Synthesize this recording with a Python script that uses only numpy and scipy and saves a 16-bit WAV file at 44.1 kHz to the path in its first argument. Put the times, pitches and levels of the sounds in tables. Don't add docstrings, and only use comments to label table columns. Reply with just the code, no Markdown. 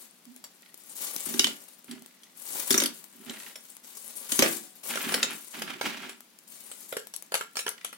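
import sys
import numpy as np
from scipy import signal
from scipy.fft import rfft, irfft, next_fast_len
from scipy.io import wavfile
from scipy.ndimage import uniform_filter1d, map_coordinates

SR = 44100
rng = np.random.default_rng(int(sys.argv[2]) if len(sys.argv) > 2 else 0)


def transcribe(u):
    v = np.clip(np.atleast_2d(u).T, -1, 1)
    q = np.round(v * 32767).astype(np.int16)
    wavfile.write(sys.argv[1], SR, q)


N = 351477
FFT_SIZE = 3 * 2 ** 17
ATTACK_S, SCRAPE_FADE_DB_PER_S = 0.007, 217

# (frequency [Hz], width [Hz], level [dB])
TABLE_RESONANCES = [(160, 9.9, -11.5), (224, 39, 5), (272, 53, 5), (325.5, 71, 2.5), (401.6, 31, -0.5),
                    (639, 24, -12)]
# (frequency [Hz], width [Hz], level [dB])
SHELL_RESONANCES = [(463, 120, 2.5), (693, 108, 2), (970, 450, -2.5), (1364, 79, 8.5), (1635, 140, 6),
                    (2200, 540, 0), (3160, 380, 2)]
# (frequency [Hz], level [dB])
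FILM_TONE = [(80, -38.5), (220, -1.5), (450, -3.5), (1800, -7.5), (3600, -6), (5200, -6), (7000, 1),
             (10000, 3.5), (15000, 1)]


def amp(db):
    return 10 ** (np.asarray(db) / 20)


def unit(x):
    return x / np.sqrt(np.mean(x ** 2) + 1e-20)


def along(points, hz):
    f, values = np.transpose(points)
    return np.interp(np.log(hz + 1), np.log(f), values)


def wobble(rate):
    values = rng.standard_normal(int(N * rate / SR) + 4)
    return unit(map_coordinates(values, [np.arange(N) * rate / SR]))


def grid():
    return np.fft.rfftfreq(FFT_SIZE, 1 / SR)


def filtered(x, response):
    return irfft(rfft(x, FFT_SIZE) * response)[..., :N]


def colour(points):
    cepstrum = irfft(np.log(amp(along(points, grid()))))
    half = len(cepstrum) // 2
    cepstrum[1:half] *= 2
    cepstrum[half + 1:] = 0
    response = np.exp(rfft(cepstrum))
    return response / np.sqrt(np.mean(abs(response) ** 2))


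def body(resonances):
    f = grid()
    response = sum((-1) ** k * amp(db) * 1j * f * width / (hz * hz - f * f + 1j * f * width)
                   for k, (hz, width, db) in enumerate(resonances))
    return response / np.sqrt(np.mean(abs(response) ** 2))


def add(track, at, sound):
    part = track[..., max(round(at * SR), 0):][..., :sound.shape[-1]]
    part += sound[..., :part.shape[-1]]


def stroke(start, length, attack, fade_db_per_s, swell_db=0):
    t = np.arange(0, N, SR // 500) / SR - start
    swell = swell_db * (np.clip(t / length, 0, 1) - 1)
    return np.clip(t / attack, 0, 1) * amp(swell - fade_db_per_s * np.maximum(t - length, 0))


def together(strokes):
    return np.interp(np.arange(N), np.arange(0, N, SR // 500), np.linalg.norm(strokes, axis=0))


def ports(paths, lead_s, scatter_db):
    f = grid()
    direct = filtered(paths[0], np.exp(1j * np.pi * f * lead_s * np.array([[1], [-1]])))
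    return direct + amp(scatter_db) * filtered(paths[1:], 1j * f / (1j * f + 1100))


def grains(rate, spread_db):
    size = amp(spread_db * np.clip(rng.standard_normal(N), -3, 2))
    return unit((rng.random(N) < rate / SR) * size * rng.uniform(-1, 1, (3, N)))


def pops(events, t60):
    track, t = np.zeros((3, N)), np.arange(SR // 50) / SR
    shape = amp(-60 * t / t60) * (1 - np.exp(-t / .0004))
    for at, db in events:
        add(track, at, amp(db) * shape * rng.standard_normal((3, len(t))))
    return track


def contacts(times, levels, rise, t60, chatter_db, chatter_t60, spot_db, spot_hz):
    track, t = np.zeros((3, N)), np.arange(next_fast_len(SR // 5)) / SR
    hz = np.fft.rfftfreq(len(t), 1 / SR)
    onset = 1 - np.exp(-(t / rise) ** 2)
    burst = onset * amp(-60 * t / t60)
    fade = np.cos(np.pi / 2 * t / t[-1])
    for at, db in zip(times, levels):
        ticks = unit(uniform_filter1d(rng.exponential(size=len(t)) ** 4, size=24))
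        chatter = onset * amp(chatter_db - 60 * t / chatter_t60) * np.sqrt(abs(ticks))
        force = (burst / burst.max() + chatter) * rng.standard_normal((3, len(t)))
        bands = map_coordinates(rng.uniform(-1, 1, len(hz)), [hz / spot_hz], mode="nearest")
        spot = unit(amp(spot_db * bands))
        add(track, at, amp(db) * irfft(rfft(force) * spot, len(t)) * fade)
    return track


def ringing(notes, t):
    return sum(amp(db + 2 * rng.normal() - 60 * t / t60)
               * np.sin(2 * np.pi * hz * rng.normal(1, .004) * t) for hz, db, t60 in notes)


def air():
    # (frequency [Hz], level [dB])
    murmur_tone = [(60, -46), (140, -15), (210, 0), (450, -12), (3500, -15), (15000, -20.5)]
    shared, side = filtered(rng.standard_normal((2, N)), colour(murmur_tone))
    side = filtered(side, grid() / (grid() + 500))
    return amp(-62) * np.array([shared + side, shared - side])


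def room(x):
    # (frequency [Hz], time to fade by 60 dB [s])
    echo_times = [(200, 0.14), (1500, 0.28), (6000, 0.23), (15000, 0.12)]
    hz, t, noise = signal.stft(rng.standard_normal((2, SR // 2)), SR, nperseg=256)
    fade = amp(-60 * t / along(echo_times, hz)[:, None])
    onset = 1 - np.exp(-t / 0.00067)
    tail = signal.istft(noise * fade * onset, SR, nperseg=256)[1]
    return signal.fftconvolve(x[None], tail / np.linalg.norm(tail[0]), axes=1)[:, :N]


def chafing():
    # (start [s], length [s], level [dB])
    spins = [(0.625, 0.028, -53.5), (2.04, 0.26, -65), (3.28, 0.19, -50.5), (7.76, 0.063, -49)]
    # (frequency [Hz], width [Hz], level [dB])
    wheel_resonances = [(1420, 120, -7), (1910, 110, 8), (2580, 2200, -3.5)]
    turns_per_s, sharpness = 31.74, 6.3
    start, length, db = np.transpose(spins)[..., None]
    rub = together(amp(db) * stroke(start, length, ATTACK_S, SCRAPE_FADE_DB_PER_S))
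    touch = unit(np.exp(sharpness * np.cos(2 * np.pi * turns_per_s * np.arange(N) / SR)))
    return filtered(rub * touch * grains(4000, spread_db=0), body(wheel_resonances))


def juddering():
    # (start [s], length [s], level [dB])
    judders = [(0.264, 0.076, -48.5), (1.891, 0.047, -41), (3.254, 0.02, -49)]
    groan_hz = 246
    start, length, db = np.transpose(judders)[..., None]
    grip = together(amp(db) * stroke(start, length, ATTACK_S, SCRAPE_FADE_DB_PER_S))
    cycles = np.cumsum(groan_hz * (1 + .05 * wobble(50))) / SR
    paths = np.zeros((3, N))
    paths[0] = grip * unit(amp(2 * wobble(70)) * np.sin(2 * np.pi * cycles))
    return paths


def dragging():
    # (start [s], length [s], scrape [dB], drumming [dB])
    drags = [(1.252, 0.24, -49, -46.5), (1.876, 0.072, -52.5, -50.5), (2.716, 0.13, -45, -41.5),
             (3.125, 0.2, -64.5, -58), (3.26, 0.027, -44.5, -48.5), (3.303, 0.18, -53, -63),
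             (4.429, 0.077, -42.5, -39), (4.886, 0.44, -40.5, -47.5), (5.035, 0.12, -40, -42.5),
             (5.53, 0.24, -43, -48.5), (5.824, 0.041, -33, -40.5), (5.87, 0.21, -41, -53)]
    # (frequency [Hz], level [dB])
    scrape_tone = [(50, -46), (200, -11), (800, -3.5), (1400, -5), (2400, 2), (4600, -8), (15000, -12)]
    start, length, scrape_db, drum_db = np.transpose(drags)[..., None]
    scrape = together(amp(scrape_db) * stroke(start, length, ATTACK_S, SCRAPE_FADE_DB_PER_S))
    drum = together(amp(drum_db) * stroke(start, length, ATTACK_S, fade_db_per_s=179))
    catches = amp(3.3 * wobble(85))
    slips = scrape * catches * grains(5000, spread_db=2)
    rattle = amp(-3) * scrape * catches * grains(170, spread_db=1)
    bumps = amp(4) * drum * grains(830, spread_db=6)
    toy = filtered(slips, colour(scrape_tone)) + filtered(rattle, body(SHELL_RESONANCES[2:]))
    return toy + filtered(bumps, body(TABLE_RESONANCES))


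def axles():
    # (time [s], level [dB])
    ticks = [(7.1627, -18.5), (7.607, -26), (7.6905, -17), (7.8476, -21.5), (7.866, -45)]
    pitch_hz, width_hz = 10200, 1200
    return filtered(pops(ticks, t60=0.011), body([(pitch_hz, width_hz, 0)]))


def truck():
    # (time [s], click [dB], knock [dB])
    rattles = [(4.956, -22, -32), (4.972, -29, -32), (5.121, -22.5, -29), (5.6185, -24, -33.5),
               (5.701, -44, -40), (5.8112, -21.5, -30.5), (6.093, -30.5, -45), (6.7141, -30, -43.5),
               (6.9244, -29.5, -37), (6.9668, -20.5, -34), (7.1379, -25.5, -50.5), (7.3198, -26.5, -38),
               (7.341, -12.5, -27), (7.3519, -16.5, -29.5), (7.409, -26, -32.5), (7.555, -29.5, -40),
               (7.5683, -16.5, -32), (7.5905, -18.5, -38), (7.664, -22, -32), (7.6788, -27.5, -33.5),
               (7.8464, -23, -38.5), (7.9275, -32.5, -43.5)]
    # (time [s], pitch [Hz], level [dB])
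    taps = [(5.8114, 910, -19), (6.9255, 524, -25.5), (6.9672, 473, -23.5), (7.3203, 650, -26),
            (7.664, 420, -30.5)]
    # (frequency [Hz], level [dB])
    click_tone = [(80, -22), (1000, -9.5), (1800, -6), (3200, 1.5), (5000, 2.5), (6600, 3), (11000, 7.5),
                  (12500, -1), (16000, -8)]
    times, click_db, knock_db = np.transpose(rattles)
    click = contacts(times, click_db - 7.5, rise=0.0013, t60=0.012,
                     chatter_db=-2.5, chatter_t60=0.19, spot_db=11, spot_hz=554)
    knock = contacts(times, knock_db + 2, rise=0.0006, t60=0.024,
                     chatter_db=-8, chatter_t60=0.11, spot_db=6, spot_hz=200)
    age = np.arange(SR // 200) / SR / 0.0001
    for at, db in zip(times, knock_db):
        add(knock[0], at, amp(db + 16) * age * np.exp(-age))
    for at, hz, db in taps:
        cycles = hz * np.arange(SR // 50) / SR
        add(knock[0], at, amp(db) * np.sin(2 * np.pi * cycles) * np.exp(-cycles))
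    return filtered(click, colour(click_tone)) + filtered(knock, body(SHELL_RESONANCES))


def stirring():
    # (start [s], length [s], final level [dB], swell up to it [dB])
    pushes = [(-0.03, 0.0098, -47.5, 2), (0.768, 0.17, -54, 6), (0.949, 0.51, -44, -1),
              (2.346, 0.25, -36, 21.5), (2.652, 0.11, -46.5, -5.5), (2.917, 0.05, -50, 8),
              (3.132, 0.36, -53, 11), (3.57, 0.14, -57, 6), (3.825, 0.5, -47.5, 9.5),
              (4.288, 0.25, -39, 1.5), (4.828, 0.35, -46.5, -3), (5.296, 0.36, -55.5, -3.5),
              (6.47, 0.45, -53.5, 2.5)]
    start, length, db, swell_db = np.transpose(pushes)[..., None]
    pushing = amp(db) * stroke(start, length, attack=0.0092, fade_db_per_s=186, swell_db=swell_db)
    creep = stroke(start, length, attack=length, fade_db_per_s=31, swell_db=swell_db)
    settling = amp(db - 4.5) * length * creep
    return np.hypot(together(np.hypot(pushing, settling)), amp(-69.5))


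def facets(activity, rate, hz, ring_cycles):
    at, chance, size, pitch, *paths = rng.random((int(rate * N / SR), 7)).T[..., None]
    k = np.arange(SR // 200)
    start = (at * (N - len(k))).astype(int)
    cycles = hz * 2 ** (pitch - .5) * k / SR
    rings = 10 ** size * np.sin(2 * np.pi * cycles) * np.exp(-cycles / ring_cycles)
    rings *= np.sqrt(3 * N / np.sum(rings ** 2)) * (chance < activity[start])
    return np.array([np.bincount((start + k).ravel(), (rings * (2 * p - 1)).ravel(), N) for p in paths])


def patchy(x, depth_db):
    spectrum = signal.stft(x, nperseg=128)[2]
    patches = uniform_filter1d(rng.standard_normal(spectrum.shape[1:]), size=10, axis=0)
    patches = uniform_filter1d(patches, size=5, axis=1)
    return signal.istft(spectrum * amp(depth_db * unit(patches)))[1][:, :N]


def bag():
    stir = stirring()
    folds = wobble(130)
    slide = amp(3 * folds) * grains(8000, spread_db=2)
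    activity = np.clip(stir / amp(-40), .003, 1) ** .6
    clumps = amp(2.5 * np.clip(folds + wobble(330), -2, 2) - 5)
    crinkle = clumps * facets(activity, rate=900, hz=11500, ring_cycles=2) / np.sqrt(activity)
    film = patchy(slide + crinkle, depth_db=2.5)
    return filtered(amp(6.5) * stir * film, colour(FILM_TONE))


def snaps():
    # (time [s], level [dB])
    creases = [(0.2535, -32), (0.3628, -27.5), (0.622, -35), (0.7427, -26), (1.163, -10.5), (1.8438, -30.5),
               (2.022, -32), (2.061, -27), (2.476, -23), (3.0412, -25), (3.7672, -25.5), (6.206, -27),
               (6.388, -31), (7.0703, -23), (7.2239, -22.5)]
    return filtered(pops(creases, t60=0.0092), colour(FILM_TONE))


def cars():
    # (time [s], clack [dB], thud [dB], knock [dB], crack [dB])
    blows = [(0.44, -42, -75, -46, -41.5), (1.286, -30, -51, -50, -54), (1.339, -27, -31.5, -44, -37),
             (1.3929, -2, -29, -30, -24), (1.442, -5, -38, -44, -53), (1.4677, -14, -51, -33, -35),
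             (1.9108, -28, -51, -65, -41.5), (2.2325, -35.5, -91, -99, -49),
             (2.7053, -15, -20.5, -26.5, -17), (2.724, -32.5, -48, -53, -22.5),
             (2.7414, -14.5, -23, -25, -21), (2.777, -34, -30.5, -25, -18), (2.7998, -13, -48, -35, -23.5),
             (2.819, -19, -30, -26.5, -27.5), (2.8358, -17, -37, -35, -25),
             (2.8577, -18, -39.5, -37, -26.5), (3.295, -22, -46, -41.5, -48),
             (3.5553, -30, -70, -42, -42.5), (4.3187, -14.5, -36, -34.5, -23), (4.39, -9, -13.5, -19, -20),
             (4.4221, -34, -24, -14, -20.5), (4.441, -41, -24, -22, -54), (4.4593, -34, -28.5, -22, -59),
             (5.1403, -12.5, -44, -20.5, -22.5), (5.2283, -6.5, -51, -26, -24.5)]
    # (frequency [Hz], level [dB])
    clack_tone = [(80, -40), (600, -25), (1500, -3), (2600, 0.5), (3200, 9), (4400, 1), (9000, -1),
                  (15000, -47)]
    # (frequency [Hz], level [dB])
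    knock_tone = [(60, -50), (200, -15), (450, 15.5), (850, 5), (1400, 10), (2200, 9.5), (4000, 0),
                  (12000, -21)]
    # (frequency [Hz], level [dB])
    crack_tone = [(2000, -18), (6000, 5), (11000, 4.5), (15500, -3.5)]
    # (frequency [Hz], level [dB], time to fade by 60 dB [s])
    metal_notes = [(1405, -2, .33), (3510, -7, .12), (4240, -4, .12), (4865, -7, .12)]
    # (frequency [Hz], level [dB], time to fade by 60 dB [s])
    table_notes = [(335, 3, 0.33), (450, -5, 0.25), (660, -3, 0.22), (748, -26, 1.3)]
    rebound_s, rebound_db = 0.0046, -3.5
    times, clack_db, _, knock_db, crack_db = np.transpose(blows)
    clack = contacts(times, clack_db - 9, rise=0.0023, t60=0.014,
                     chatter_db=-8, chatter_t60=0.041, spot_db=5, spot_hz=288)
    knock = contacts(times, knock_db - 0.5, rise=0.0004, t60=0.05,
                     chatter_db=-11.5, chatter_t60=0.22, spot_db=2, spot_hz=150)
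    crack = contacts(np.r_[times, times + rebound_s], np.r_[crack_db, crack_db + rebound_db] + 6,
                     rise=0.0012, t60=0.019, chatter_db=-9, chatter_t60=0.13, spot_db=14, spot_hz=512)
    thump, ring, t = np.zeros(N), np.zeros(N), np.arange(SR // 2) / SR
    for at, hit_db, thud_db, _, _ in blows:
        cycles = 380 * 2 ** ((thud_db + 27.5) / 32) * t
        add(thump, at, amp(thud_db - 3.5) * np.sin(2 * np.pi * cycles) * np.exp(-cycles / 1.04))
        add(ring, at, amp(hit_db - 31) * ringing(metal_notes, t))
    add(ring, 4.4225, amp(-24) * ringing(table_notes, t))
    paths = filtered(clack, colour(clack_tone)) + filtered(knock, colour(knock_tone))
    paths += filtered(crack, colour(crack_tone))
    jolt = amp(-17)
    paths[0] += ring + filtered(thump, body(TABLE_RESONANCES) + jolt)
    return paths


def scene():
    # (start [s], end [s], lean to the right [dB])
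    tumbles = [(1.25, 1.8, 2), (2.66, 3.02, 2), (4.28, 4.85, 2.5)]
    bag_lead_s, table_lead_s, hand_lead_s = 0.00019, -0.000021, -0.00012
    film, creases, blows = bag(), snaps(), cars()
    rattles = truck() + amp(4.5) * axles()
    wheels = dragging() + juddering() + chafing()
    start, end, lean_db = np.transpose(tumbles)[..., None]
    t = np.arange(N) / SR
    spans = np.clip(np.minimum(t - start, end - t) / ATTACK_S, 0, 1)
    inside = spans.sum(axis=0)
    lean = amp((spans * lean_db).sum(axis=0) / 2)
    from_bag = ports(film + creases, bag_lead_s, scatter_db=2.5)
    from_bag += np.array([1 / lean, lean]) * ports(inside * blows, bag_lead_s, scatter_db=2.5)
    from_table = ports(wheels + (1 - inside) * blows, table_lead_s, scatter_db=0)
    from_hand = ports(rattles, hand_lead_s, scatter_db=5)
    near = from_bag + amp([[-1], [1]]) * (from_table + from_hand)
    into_room = amp(-2.5) * film + amp(-9) * (wheels + blows + rattles + creases)
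    return amp(-5) * near + room(into_room[0]) + air()


def record(dry):
    # (frequency [Hz], gain [dB])
    dull_tone = [(600, 1.5), (1400, -0.5), (5000, 1), (6500, -3.5), (8200, -9), (11000, -20)]
    top_hz = 16100
    f = grid()
    left, right = dry
    right = filtered(right, amp(along(dull_tone, f)))
    return filtered(np.array([left, right]), 1.0 * (f < top_hz))


dry = scene()
out = record(dry)
transcribe(out)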